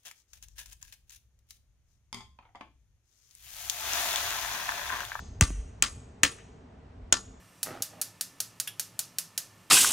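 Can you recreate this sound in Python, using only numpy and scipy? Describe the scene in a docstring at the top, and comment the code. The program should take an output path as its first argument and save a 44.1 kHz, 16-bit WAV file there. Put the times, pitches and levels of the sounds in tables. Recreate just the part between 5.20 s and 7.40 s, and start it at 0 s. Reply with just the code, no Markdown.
"""Far traffic rumbles throughout, as patchy filtered noise; the fading end of an earlier blow opens the scene.
Then a hammer strikes a steel bar wedged in a drain grate beside a parked car, close to the listener, four times.
Each blow is a noise crack, damped modes of bar and hollow, and rattling grate noise, echoed by car and street.
The first of the four also sends a low thump of falling pitch. Small knocks, made of noise bursts, and faint
wavering sine tones come between blows."""
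import sys
import numpy as np
from scipy import signal
from scipy.fft import rfft, irfft, next_fast_len
from scipy.io import wavfile
from scipy.ndimage import uniform_filter1d, map_coordinates

SR = 44100
rng = np.random.default_rng(int(sys.argv[2]) if len(sys.argv) > 2 else 0)


def master(y):
    """Save y as 16-bit WAV."""
    cut = np.clip(np.atleast_2d(y).T, -1, 1)
    pcm = np.round(cut * 32767)  # scale
    wavfile.write(sys.argv[1], SR, pcm.astype(np.int16))


N = 97020
LEAD_IN_S = 1  # room ahead of the scene for a blow that falls before its start


def amp(db):
    """Level law: 20 dB is a factor of ten in amplitude."""
    return 10 ** (np.asarray(db) / 20)


def unit(x):
    """Normalisation to an RMS of one."""
    return x / np.sqrt(np.mean(x ** 2) + 1e-20)


def along(points, hz):
    """Interpolation of (Hz, value) points on a logarithmic frequency axis."""
    f, v = np.transpose(points)
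    return np.interp(np.log(hz + 1), np.log(f + 1), v)


def filtered(x, response):
    """Linear filtering: the spectrum is multiplied by a response of frequency."""
    m = next_fast_len(x.shape[-1] + 8192)
    spectrum = rfft(x, m) * response(np.fft.rfftfreq(m, 1 / SR))
    return irfft(spectrum, m)[..., :x.shape[-1]]


def bump(centre_hz, sharpness):
    """Band-pass response, symmetric about its centre on a logarithmic frequency axis."""
    return lambda hz: 1 / (1 + (sharpness * np.log((hz + 1) / centre_hz)) ** 4)


def spread(pair, alike):
    """Interchannel coherence: mid and side shares set how alike left and right are at each frequency."""
    def shares(hz):
        turn = np.arccos(np.clip(along(alike, hz), -1, 1)) / 2
        return np.array([np.cos(turn), np.sin(turn)])

    mid, side = filtered(pair, shares)
    return np.array([mid + side, mid - side])


def dying(colour, decay, size):
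    """Frequency-dependent damping: in a pair of noises each frequency dies at its own speed."""
    hz, t, z = signal.stft(rng.standard_normal((2, size)), SR, nperseg=256)
    level_db = along(colour, hz)[:, None] - 60 * t / along(decay, hz)[:, None]
    return signal.istft(z * amp(level_db), SR, nperseg=256)[1][:, :size]


def add_at(out, start_s, part):
    """Superposition: a part is added to the padded pair from its start time onward."""
    out[:, round((start_s + LEAD_IN_S) * SR):][:, :part.shape[1]] += part


def traffic():
    """Superposed random sources: patchy, partly coherent far noise over a deep rumble that swells by itself."""
    # Each row: frequency in Hz, relative spectral density of the far noise in dB per Hz.
    wash_colour = [(15, -60), (25, -32), (50, -8), (70, -5.5), (162, -14.5), (266, -10.5), (308, -21.5),
                   (446, -15.5), (530, -25), (630, -20), (2630, -38.5), (9000, -54), (11700, -100),
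                   (19800, -120)]
    # Each row: time in seconds, level of the deep rumble in dB.
    rumble_level = [(0.0, -46.5), (0.2, -42.5), (0.54, -49), (0.77, -47.5), (1.07, -60), (1.57, -67.5),
                    (1.75, -50), (1.92, -49), (2.2, -50.5)]
    # Each row: frequency in Hz, likeness of left and right [0 to 1].
    alike_far = [(100, 1), (300, .9), (640, .2), (1200, 0), (1900, .6), (2700, .2), (5000, .1), (6200, .85),
                 (10000, .7)]
    wash_db, rumble_hz, patch_db = -52, 60, .5

    z = signal.stft(rng.standard_normal((3, N)), nperseg=512)[2]
    patches = uniform_filter1d(rng.standard_normal(z.shape[1:]), 5, 0)  # smoothed over frequency
    patches = uniform_filter1d(patches, 12, 1)  # and over time
    noise = signal.istft(z * amp(patch_db * unit(patches)), nperseg=512)[1][:, :N]
    colour = [(6, -46)] + wash_colour + [(10500, -120)]  # the last point silences all above 10.5 kHz
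    wash = unit(filtered(spread(noise[:2], alike_far), lambda hz: amp(along(colour, hz))))
    low = unit(filtered(noise[2], bump(rumble_hz, 1.6)))
    rumble_db = np.interp(np.arange(N) / SR, *np.transpose(rumble_level))
    return amp(wash_db) * wash + amp(rumble_db) * low


def crack(t, db, t60):
    """Impact noise: a broadband burst with exponential decay."""
    # Each row: frequency in Hz, relative level in dB.
    crack_colour = [(150, -20.5), (600, -24.5), (1250, -12), (1900, -6.5), (2370, -14.5), (2900, -6.5),
                    (3900, -14.5), (4700, -17.5), (5900, -5.5), (6800, -2), (8200, -8), (10500, -17),
                    (13000, -24), (15500, -26.5)]
    noise = unit(filtered(rng.standard_normal((2, len(t))), lambda hz: amp(along(crack_colour, hz))))
    return amp(db - 60 * t / t60) * noise


def ringing(t):
    """Modal superposition: damped modes of bar and hollow, with new levels and wandering phases each time."""
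    # Steel bar. Each row: mode frequency in Hz, mean level in dB before the blow's ring level, t60 in seconds.
    bar_modes = [(1145, -8, .2), (1220, -9, .12), (1370, -8, .15), (1772, -5, .14), (2020, -7, .1),
                 (2510, -12, .14), (2702, -10, .13), (3200, -10, .1), (3553, -11, .12), (4120, -12, .15),
                 (5030, -11, .16), (5940, -10, .07), (6180, -6, .22), (6745, -7, .26), (7330, -12, .12),
                 (7660, -12, .12), (8220, -10, .2), (14550, -22, .1), (15600, -22, .08)]
    # Hollow under the grate. Each row: the same three columns in Hz, dB and seconds.
    pit_modes = [(105, -10, 0.17), (288.9, -7, 0.13), (518, -15.5, 0.12), (648.3, -1, 0.027),
                 (896, -7.5, .07)]
    blur_hz = 26  # the wedged bar chatters: line width that the phase walk gives each mode

    hz, db, t60 = np.transpose(bar_modes + pit_modes)
    gains = amp(db[:, None] + rng.normal(0, 3, (2, len(hz), 1)) - 60 * t / t60[:, None])
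    walk = rng.standard_normal((len(hz), len(t))).cumsum(axis=1) * np.sqrt(2 * np.pi * blur_hz / SR)
    start_phase = rng.uniform(0, 2 * np.pi, (2, len(hz), 1))
    return (gains * np.sin(2 * np.pi * np.outer(hz, t) + walk + start_phase)).sum(axis=1)


def grate(t):
    """Random amplitude modulation: a rattle roughens noise that dies at its own speed at each frequency."""
    # Each row: frequency in Hz, level in dB before the gain below.
    grate_colour = [(120, -18.5), (310, -12.5), (450, -18.5), (800, -19), (1300, -7.5), (1950, -3),
                    (2370, -9), (2750, -5), (3500, -3), (5000, -1.5), (6700, -13), (8500, -13),
                    (10500, -16.5), (12000, -30), (15500, -33.5)]
    # Each row: frequency in Hz, t60 in seconds.
    grate_decay = [(300, 0.4), (1500, 0.15), (5000, 0.15), (10000, 0.31), (15000, .08)]
    gain_db = 12  # over the bar's ring
    grit_db, grit_per_s = 3.5, 200  # depth of the rattle, new random levels per second

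    grit = amp(grit_db * map_coordinates(rng.standard_normal(400), [t * grit_per_s]))
    return amp(gain_db) * grit * dying(grate_colour, grate_decay, size=len(t))


def street(x):
    """Diffuse reverberation: convolution with a decaying noise tail."""
    # Each row: frequency in Hz, t60 in seconds.
    street_decay = [(500, .35), (2000, 0.73), (6500, 0.75), (8500, 0.64), (10500, 0.41), (15000, .2)]
    tail = dying([(1000, 0)], street_decay, size=SR)  # starts with a flat spectrum
    return signal.fftconvolve(x, tail / np.linalg.norm(tail[0]), axes=1)


def blows():
    """Impact excitation and reflection: crack, bar and grate, each blow with near echoes and a street tail."""
    # Each row: start in seconds, crack level in dB, crack t60 in seconds, ring level in dB, street tail in dB,
    # then seven colour gains in dB, applied to crack and ring alike. The first blow falls before the start.
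    blow_rows = [(-.21, -3.5, 0.021, -21.5, -24, 20.5, 23.5, -1.8, -3.5, 0, -0.34, 1),
                 (0.21, 0, 0.0088, -26.5, -23, 2.5, -2.5, -2.5, -1, -5, 0, 5),
                 (0.6236, -3.5, 0.012, -27.5, -27, -4.5, -2.5, 0.38, -0.5, -2, 0.86, 4),
                 (1.033, -8, .03, -26.5, -28.5, 2.5, -0.5, 2, 5, 2.4, -1, 8),
                 (1.925, -2.5, 0.023, -28.5, -31, -2, 0, 0.26, -7, -1.4, -0.33, -4.5)]
    # Frequencies in Hz of the seven colour gains.
    colour_hz = [300, 750, 1400, 2350, 3600, 7000, 15000]
    rise_s = .0004
    car_s, car_db = .0145, -7  # first echo
    wall_s, wall_db = .043, -21  # later echo
    street_s = .02

    out, t = np.zeros((2, N + 3 * SR)), np.arange(SR // 3) / SR
    for s, crack_db, crack_t60, ring_db, street_db, *colour in blow_rows:
        hit = crack(t, crack_db, crack_t60) + amp(ring_db) * (ringing(t) + grate(t))
        hit = hit * (1 - np.exp(-t / rise_s))
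        points = list(zip(colour_hz, colour))
        hit = filtered(hit, lambda hz: amp(along(points, hz)))
        echo = signal.lfilter([.3], [1, -.7], hit)  # reflection dulls the treble
        add_at(out, s, hit)
        add_at(out, s + car_s, amp(car_db) * echo)
        add_at(out, s + wall_s, amp(wall_db) * echo[::-1])  # left and right swapped
        add_at(out, s + street_s, amp(street_db) * street(hit))
    return out


def thump():
    """Chirp with pitch inversely proportional to time: a low swing that swells and dies."""
    start_s, crest_s = .2105, .0165  # crest_s counts from the start
    cycles = 1.5  # pitch in Hz times seconds since the start
    crest_db = -12  # of the main swell
    early, early_s = .75, .0045  # share and decay time of the first quick swings

    t = np.clip(np.arange(N) / SR - start_s, 1e-9, None)
    u = t / crest_s
    swell = u ** 4 * np.exp(4 - 4 * u)
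    quick = early * np.exp(-t / early_s) * np.clip(t / 0.0021 - 1, 0, 1)
    return amp(crest_db) * (swell + quick) * np.cos(2 * np.pi * cycles * np.log(u))


def tones():
    """Slow amplitude and frequency modulation: faint sine tones waver, fade in and fade out."""
    # Each row: start in seconds, end in seconds, mean frequency in Hz, mean level in dB between the fades.
    tone_rows = [(.27, .425, 49, -33), (.75, 1.45, 462, -64), (2.11, 2.3, 2100, -77)]
    fade_s, drift_per_s = .025, 14

    t, out = np.arange(N) / SR, np.zeros(N)
    for start, end, hz, db in tone_rows:
        place = t * drift_per_s
        level_drift, pitch_drift = map_coordinates(
            rng.standard_normal((2, 40)), [[0 * t, 0 * t + 1], [place, place]])
        gate = np.clip(np.minimum(t - start, end - t) / fade_s, 0, 1)
        phase = 2 * np.pi * np.cumsum(hz * (1 + 0.024 * pitch_drift)) / SR
        out += amp(db + 3.3 * level_drift) * gate * np.sin(phase)
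    return out


def knocks():
    """Band-limited impact noise: small knocks are noise bursts with exponential decay."""
    # Each row: start in seconds, level in dB before the stereo image, centre frequency in Hz, t60 in seconds.
    knock_rows = [(1.186, -50, 1950, .09), (.305, -29, 160, .05)]
    out, t = np.zeros((2, N + 3 * SR)), np.arange(SR // 3) / SR
    for s, db, hz, t60 in knock_rows:
        noise = filtered(rng.standard_normal((2, len(t))), bump(hz, 2.2))
        add_at(out, s, amp(db - 60 * t / t60) * unit(noise))
    return out


def near_image(padded):
    """Stereo localisation: near sounds get a coherence and a left-right balance at each frequency."""
    # Each row: frequency in Hz, likeness of left and right [0 to 1].
    alike_near = [(120, 1), (300, .95), (900, .3), (1900, .93), (3000, .75), (4700, .4), (5900, .96),
                  (10500, 1), (13300, 1), (15500, .8)]
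    # Each row: frequency in Hz, left over right in dB.
    left_over_right = [(400, 0), (900, 5.5), (1900, 2), (3000, 5), (5500, .5), (7000, 0)]
    first = LEAD_IN_S * SR
    pair = spread(padded[:, first:first + N], alike_near)
    return filtered(pair, lambda hz: amp(np.outer([.5, -.5], along(left_over_right, hz))))


def scene():
    """Superposition of all sources."""
    return traffic() + near_image(blows() + knocks()) + thump() + tones()


def record(dry):
    """Phase difference, saturation and band limit: two ports hear treble out of step and peaks round off."""
    # Frequencies in Hz of the phase leads below.
    port_hz = [5300, 10300, 10550, 13300, 13500, 15500]
    # Lead of the right port over the left in cycles, one value at each frequency above.
    port_turns = [0, .4, .5, .5, .58, .75]
    ceiling, top_hz = .95, 16300  # amplitude that rounded peaks approach, band limit

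    def lead(hz):
        return np.exp(np.outer([-1j, 1j], np.pi * np.interp(hz, port_hz, port_turns)))

    x = filtered(dry, lead)
    x = x / (1 + np.abs(x / ceiling) ** 4) ** .25
    return filtered(x, lambda hz: 1 / (1 + (hz / top_hz) ** 100))


dry = scene()
out = record(dry)
master(out)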